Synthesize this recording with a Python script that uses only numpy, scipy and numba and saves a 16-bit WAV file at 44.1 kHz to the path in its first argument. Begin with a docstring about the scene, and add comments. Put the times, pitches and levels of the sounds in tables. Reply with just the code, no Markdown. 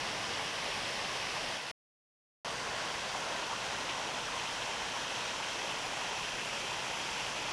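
"""A waterfall spills over rock ledges into a forest pool, heard from the stony shore by a small camera microphone.
First the camera faces the fall; a short quieter shot follows at 1.6 s and breaks off into silence.
From 2.4 s the roar is back, its colour shifting as the camera turns: quickly until 4 s, then at about half that rate.
The roar is noise for spray plus thousands of ringing bubbles, with short bursts of filtered noise in it.
The camera samples at half rate, so the top of the treble is mirrored above 11 kHz."""
import sys
import numpy as np
from scipy import signal
from scipy.fft import rfft, irfft
from scipy.io import wavfile
from scipy.ndimage import uniform_filter1d
from numba import njit

SR = 44100
rng = np.random.default_rng(int(sys.argv[2]) if len(sys.argv) > 2 else 0)


def elevation(decibels):
    """Turn decibel levels (scalar or array-like) into linear amplitude ratios."""
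    levels = np.asarray(decibels, float)
    return 10 ** (levels / 20)


def output_pcm(signal):
    """Save a mono or channel-first signal as 16-bit PCM at the path in sys.argv[1].

    Samples are clipped to [-1, 1] before scaling.
    """
    pcm = np.clip(np.atleast_2d(signal).T, -1, 1) * 32767
    wavfile.write(sys.argv[1], SR, np.round(pcm).astype(np.int16))


N = 331632  # samples

# the short shot starts at the cut; the silent gap leads to the turning shot
CUT_S, GAP_FROM_S, GAP_TO_S = 1.575, 1.7143, 2.4466


def on_log(hz, table):
    """Read a (f/Hz, level/dB) table on a log-frequency axis."""
    f, db = np.transpose(table)
    return np.interp(np.log(np.maximum(hz, 1)), np.log(f), db)


def on_time(table):
    """Read a (t/s, value) table at every sample."""
    s, v = np.transpose(table)
    return np.interp(np.arange(N) / SR, s, v)


def colour(x, db):
    """Filter by a gain in dB per frequency bin."""
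    return irfft(rfft(x) * elevation(db), N)


def unit(x):
    """Scale to rms 1."""
    return x / np.sqrt(np.mean(x ** 2))


def walk(rate):
    """Random levels held 1 / rate s and slewed twice; spread near 1."""
    hold = int(SR / rate)
    steps = np.repeat(rng.standard_normal(N // hold + 1), hold)
    return 1.18 * uniform_filter1d(uniform_filter1d(steps, hold), hold)[:N]


def noise_bursts():
    """Short bursts of filtered noise in the roar: each rises quickly and dies in a few tens of ms."""
    # the louder bursts: t/s, level/dB before the envelope, centre f/Hz
    louder = [(.388, -36, 900), (1.038, -37, 2800), (1.135, -38.5, 2800), (1.352, -35, 940),
              (3.14, -36.5, 920), (3.508, -32, 1070), (3.885, -33, 2780), (4.942, -36, 960),
              (5.275, -36, 3000), (5.424, -36.5, 2900), (5.69, -36.5, 960), (5.69, -37, 3000),
              (7.187, -36, 2600), (7.357, -35, 2900), (7.474, -35, 1000)]
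    rise_s, fade_s = .0075, 0.026
    out, t = np.zeros(N + SR), np.arange(SR // 5) / SR
    envelope = (1 - np.exp(-t / rise_s)) * np.exp(-t / fade_s)
    # twelve fainter noise bursts at random times, within 1.5 dB and a tenth of the pitch
    when, size, pitch = rng.random(size=(12, 3)).T
    faint_db = -41.5 + 1.5 * (2 * size - 1)
    faint_hz = 920 * (1 + .2 * (pitch - .5))
    fainter = zip(when * N / SR, faint_db, faint_hz)
    for s, db, hz in [*louder, *fainter]:
        band = signal.butter(2, [hz / 1.3, hz * 1.2], "band", fs=SR, output="sos")
        noise = unit(signal.sosfilt(band, rng.standard_normal(len(t))))
        start = int(s * SR)
        out[start:start + len(t)] += elevation(db) * noise * envelope
    return out[:N]


@njit
def ring(start, hz, size, cycles, glide, length):
    """Each grain is a fading sine whose pitch rises as the bubble nears the surface."""
    y = np.zeros(length)
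    for k in range(len(start)):
        w, a, phase = 2 * np.pi * hz[k] / SR, size[k], 0.
        # over the given cycles the level falls by e and the pitch rises by the glide factor
        fade = np.exp(-hz[k] / SR / cycles)
        rise = glide ** (hz[k] / SR / cycles)
        for i in range(start[k], min(length, start[k] + int(5 * cycles * SR / hz[k]))):
            y[i] += a * np.sin(phase)
            phase += w
            w *= rise
            a *= fade
    return y


def bubbles(low_hz, high_hz, spread_db, cycles, glide, count):
    """A rain of bubbles of all sizes, some louder than the rest; even energy per Hz."""
    when, pitch, big = rng.random((count, 3)).T
    hz = low_hz + (high_hz - low_hz) * pitch
    size = elevation(spread_db * big ** 2) * np.sqrt(hz)  # high bubbles ring shorter, so they start louder
    return unit(ring((when * N).astype(np.int64), hz, size, 1. * cycles, 1. 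* glide, N))


def directional_response(x, hz, first, facing):
    """The peaks and dips heard change with the camera's direction: blend four responses."""
    # microphone peaks and dips per direction; the 11 kHz dip belongs to the half-rate sampling:
    # f/Hz, width/Hz, first place/dB, turned away/dB, half turned/dB, facing/dB
    peaks_and_dips = [(930, 59, -0.5, 0, 2.5, -1), (1095, 100, -0.5, 1.5, -1.5, -2),
                      (1245, 70, 1, -5.5, -3.5, -3), (1350, 90, -4.5, -0.5, -0.2, -1),
                      (1900, 200, -1.5, 0.5, -0.2, 1), (2356, 90, -3, -3, -2, 1),
                      (2620, 150, -1, -0.5, 1, 2.5), (3180, 110, 1, 0.5, 3, 3),
                      (4130, 300, -0.6, -0.8, 0, -5), (4700, 200, -0.7, 1.5, -2, 3.5),
                      (5800, 510, 1.5, 0.5, 2, 3), (7300, 360, 0.5, -.5, 0.5, 2.5),
                      (8400, 380, 0.5, 0.5, -1, -4.5), (10100, 820, 3.5, 4, 4, 6),
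                      (11000, 350, -6, -5.5, -5, -5)]
    turning = [(1 - first) * np.clip(1 - np.abs(2 * facing - k), 0, 1) for k in range(3)]
    bells = np.array([np.exp(-.5 * ((hz - f) / width) ** 2) for f, width, *_ in peaks_and_dips])
    responses = np.array(peaks_and_dips).T[2:]
    return sum(share * colour(x, db @ bells) for share, db in zip([first, *turning], responses))


def roar(hz):
    """Spray hiss and bubbles in third-octave bands: all surge, neighbours sway together, each flickers."""
    # overall colour of the roar: f/Hz, relative level/dB
    roar_colour = [(15, -38), (25, -10), (75, -12), (115, -6), (372, -8), (492, -4), (819, -2.5),
                   (930, -1.5), (1230, -1.5), (2160, -7.5), (2580, -6.5), (4070, -12), (5820, -12),
                   (9930, -27), (11000, -31), (14300, -60), (22000, -120)]
    # colour added at the first standing place: f/Hz, level/dB
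    first_colour = [(60, 0), (500, .5), (1000, -.5), (1350, -2.5), (2000, 3.5), (3000, 3), (4500, 1.5),
                    (5500, 4), (7000, -4), (9000, 3.5)]
    # colour added in the short shot: f/Hz, level/dB
    short_colour = [(60, -8), (300, 0.5), (600, -0.5), (1500, -0.5), (2500, 4), (4000, 1.5), (5500, 3.5),
                    (7000, -1.5), (10000, 3.5)]
    # colour added in proportion as the camera faces the fall: f/Hz, level/dB
    facing_colour = [(60, -1.5), (400, -3.5), (1000, -2), (1500, -5.5), (2600, 0), (3300, 1), (4300, -1.6),
                     (7000, -1.5), (9000, 1.5), (10500, -0.5)]
    # camera turning, quickly until 4 s, then at about half that rate: t/s, facing the fall (0-1)
    camera_turn = [(2.45, 0), (4.0, 0.37), (7.52, 0.8)]
    kinship = .75  # correlation of the sway in neighbouring bands

    spray = rng.standard_normal(N)
    large = elevation(-10.5) * bubbles(300, 4495, 9.3, 4.0, 1.08, count=12000)
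    small = elevation(-8.5) * bubbles(2000, 9970, 11, 1.7, 1.05, count=40000)
    water = rfft(spray + large + small)

    t = np.arange(N) / SR
    first = t < CUT_S
    short = (t >= CUT_S) & (t < GAP_TO_S)
    facing = on_time(camera_turn) * (t >= GAP_TO_S)

    # level movements in dB; the low rumble swells and sinks slowly
    surge, sway, rumble = .3 * walk(9), walk(5), 1.5 * walk(1.6)
    octave = np.log2(np.maximum(hz, 1) / 25)
    out = 0
    for step in range(28):
        centre = 25 * 2 ** (step / 3)
        share = np.cos(np.pi / 2 * np.clip(3 * octave - step, -1, 1)) ** 2  # overlapping band
        sway = kinship * sway + np.sqrt(1 - kinship ** 2) * walk(7)
        flicker = .9 * walk(18)
        lively = np.interp(np.log(centre), np.log([100, 900, 3000, 5000, 10000]), [.5, 0.55, 0.44, 0.35, .5])
        db = surge + lively * (0.676 * sway + flicker)
        db += rumble / (1 + (centre / 220) ** 2)  # halved at 220 Hz
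        db += first * on_log(centre, first_colour) + short * on_log(centre, short_colour)
        db += facing * on_log(centre, facing_colour)
        out = out + elevation(db) * irfft(water * share, N)
    out = directional_response(colour(out, on_log(hz, roar_colour)), hz, first, facing)
    return out / np.sqrt(uniform_filter1d(out ** 2, size=SR // 2))  # even out the half-second level


def scene():
    """The roar at its level in each shot, with the noise bursts."""
    hz, t = np.fft.rfftfreq(N, 1 / SR), np.arange(N) / SR
    first_db, short_db, turn_db = -37, -40.5, -37.5
    shot_db = np.where(t < CUT_S, first_db, np.where(t < GAP_TO_S, short_db, turn_db))
    return (roar(hz) * elevation(shot_db) + noise_bursts())[None]


def roll_off(x):
    """The treble ends steeply here."""
    return signal.sosfilt(signal.butter(12, 14040, fs=SR, output="sos"), x)


def record(dry):
    """Half-rate sampling leaves a mirror of the treble; the sound drops out between two shots."""
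    # smoothing after doubling the rate: f/Hz, level/dB
    smoothing = [(9000, 0), (11025, -2.5), (11800, -9), (12800, -18.5), (13700, -32), (13850, -53.5),
                 (16000, -68)]
    hz, t = np.fft.rfftfreq(N, 1 / SR), np.arange(N) / SR
    below_mirror = colour(dry[0], -200 * (hz > SR / 4))
    half_rate = 2 * below_mirror * (np.arange(N) % 2)  # every other sample is zero
    # sharp stop, then a 1.2 ms fade-in
    audible = (t < GAP_FROM_S) + np.clip((t - GAP_TO_S) / .0012, 0, 1)
    mix = colour(half_rate, on_log(hz, smoothing)) * audible
    return roll_off(mix[None])


dry = scene()
out = record(dry)
output_pcm(out)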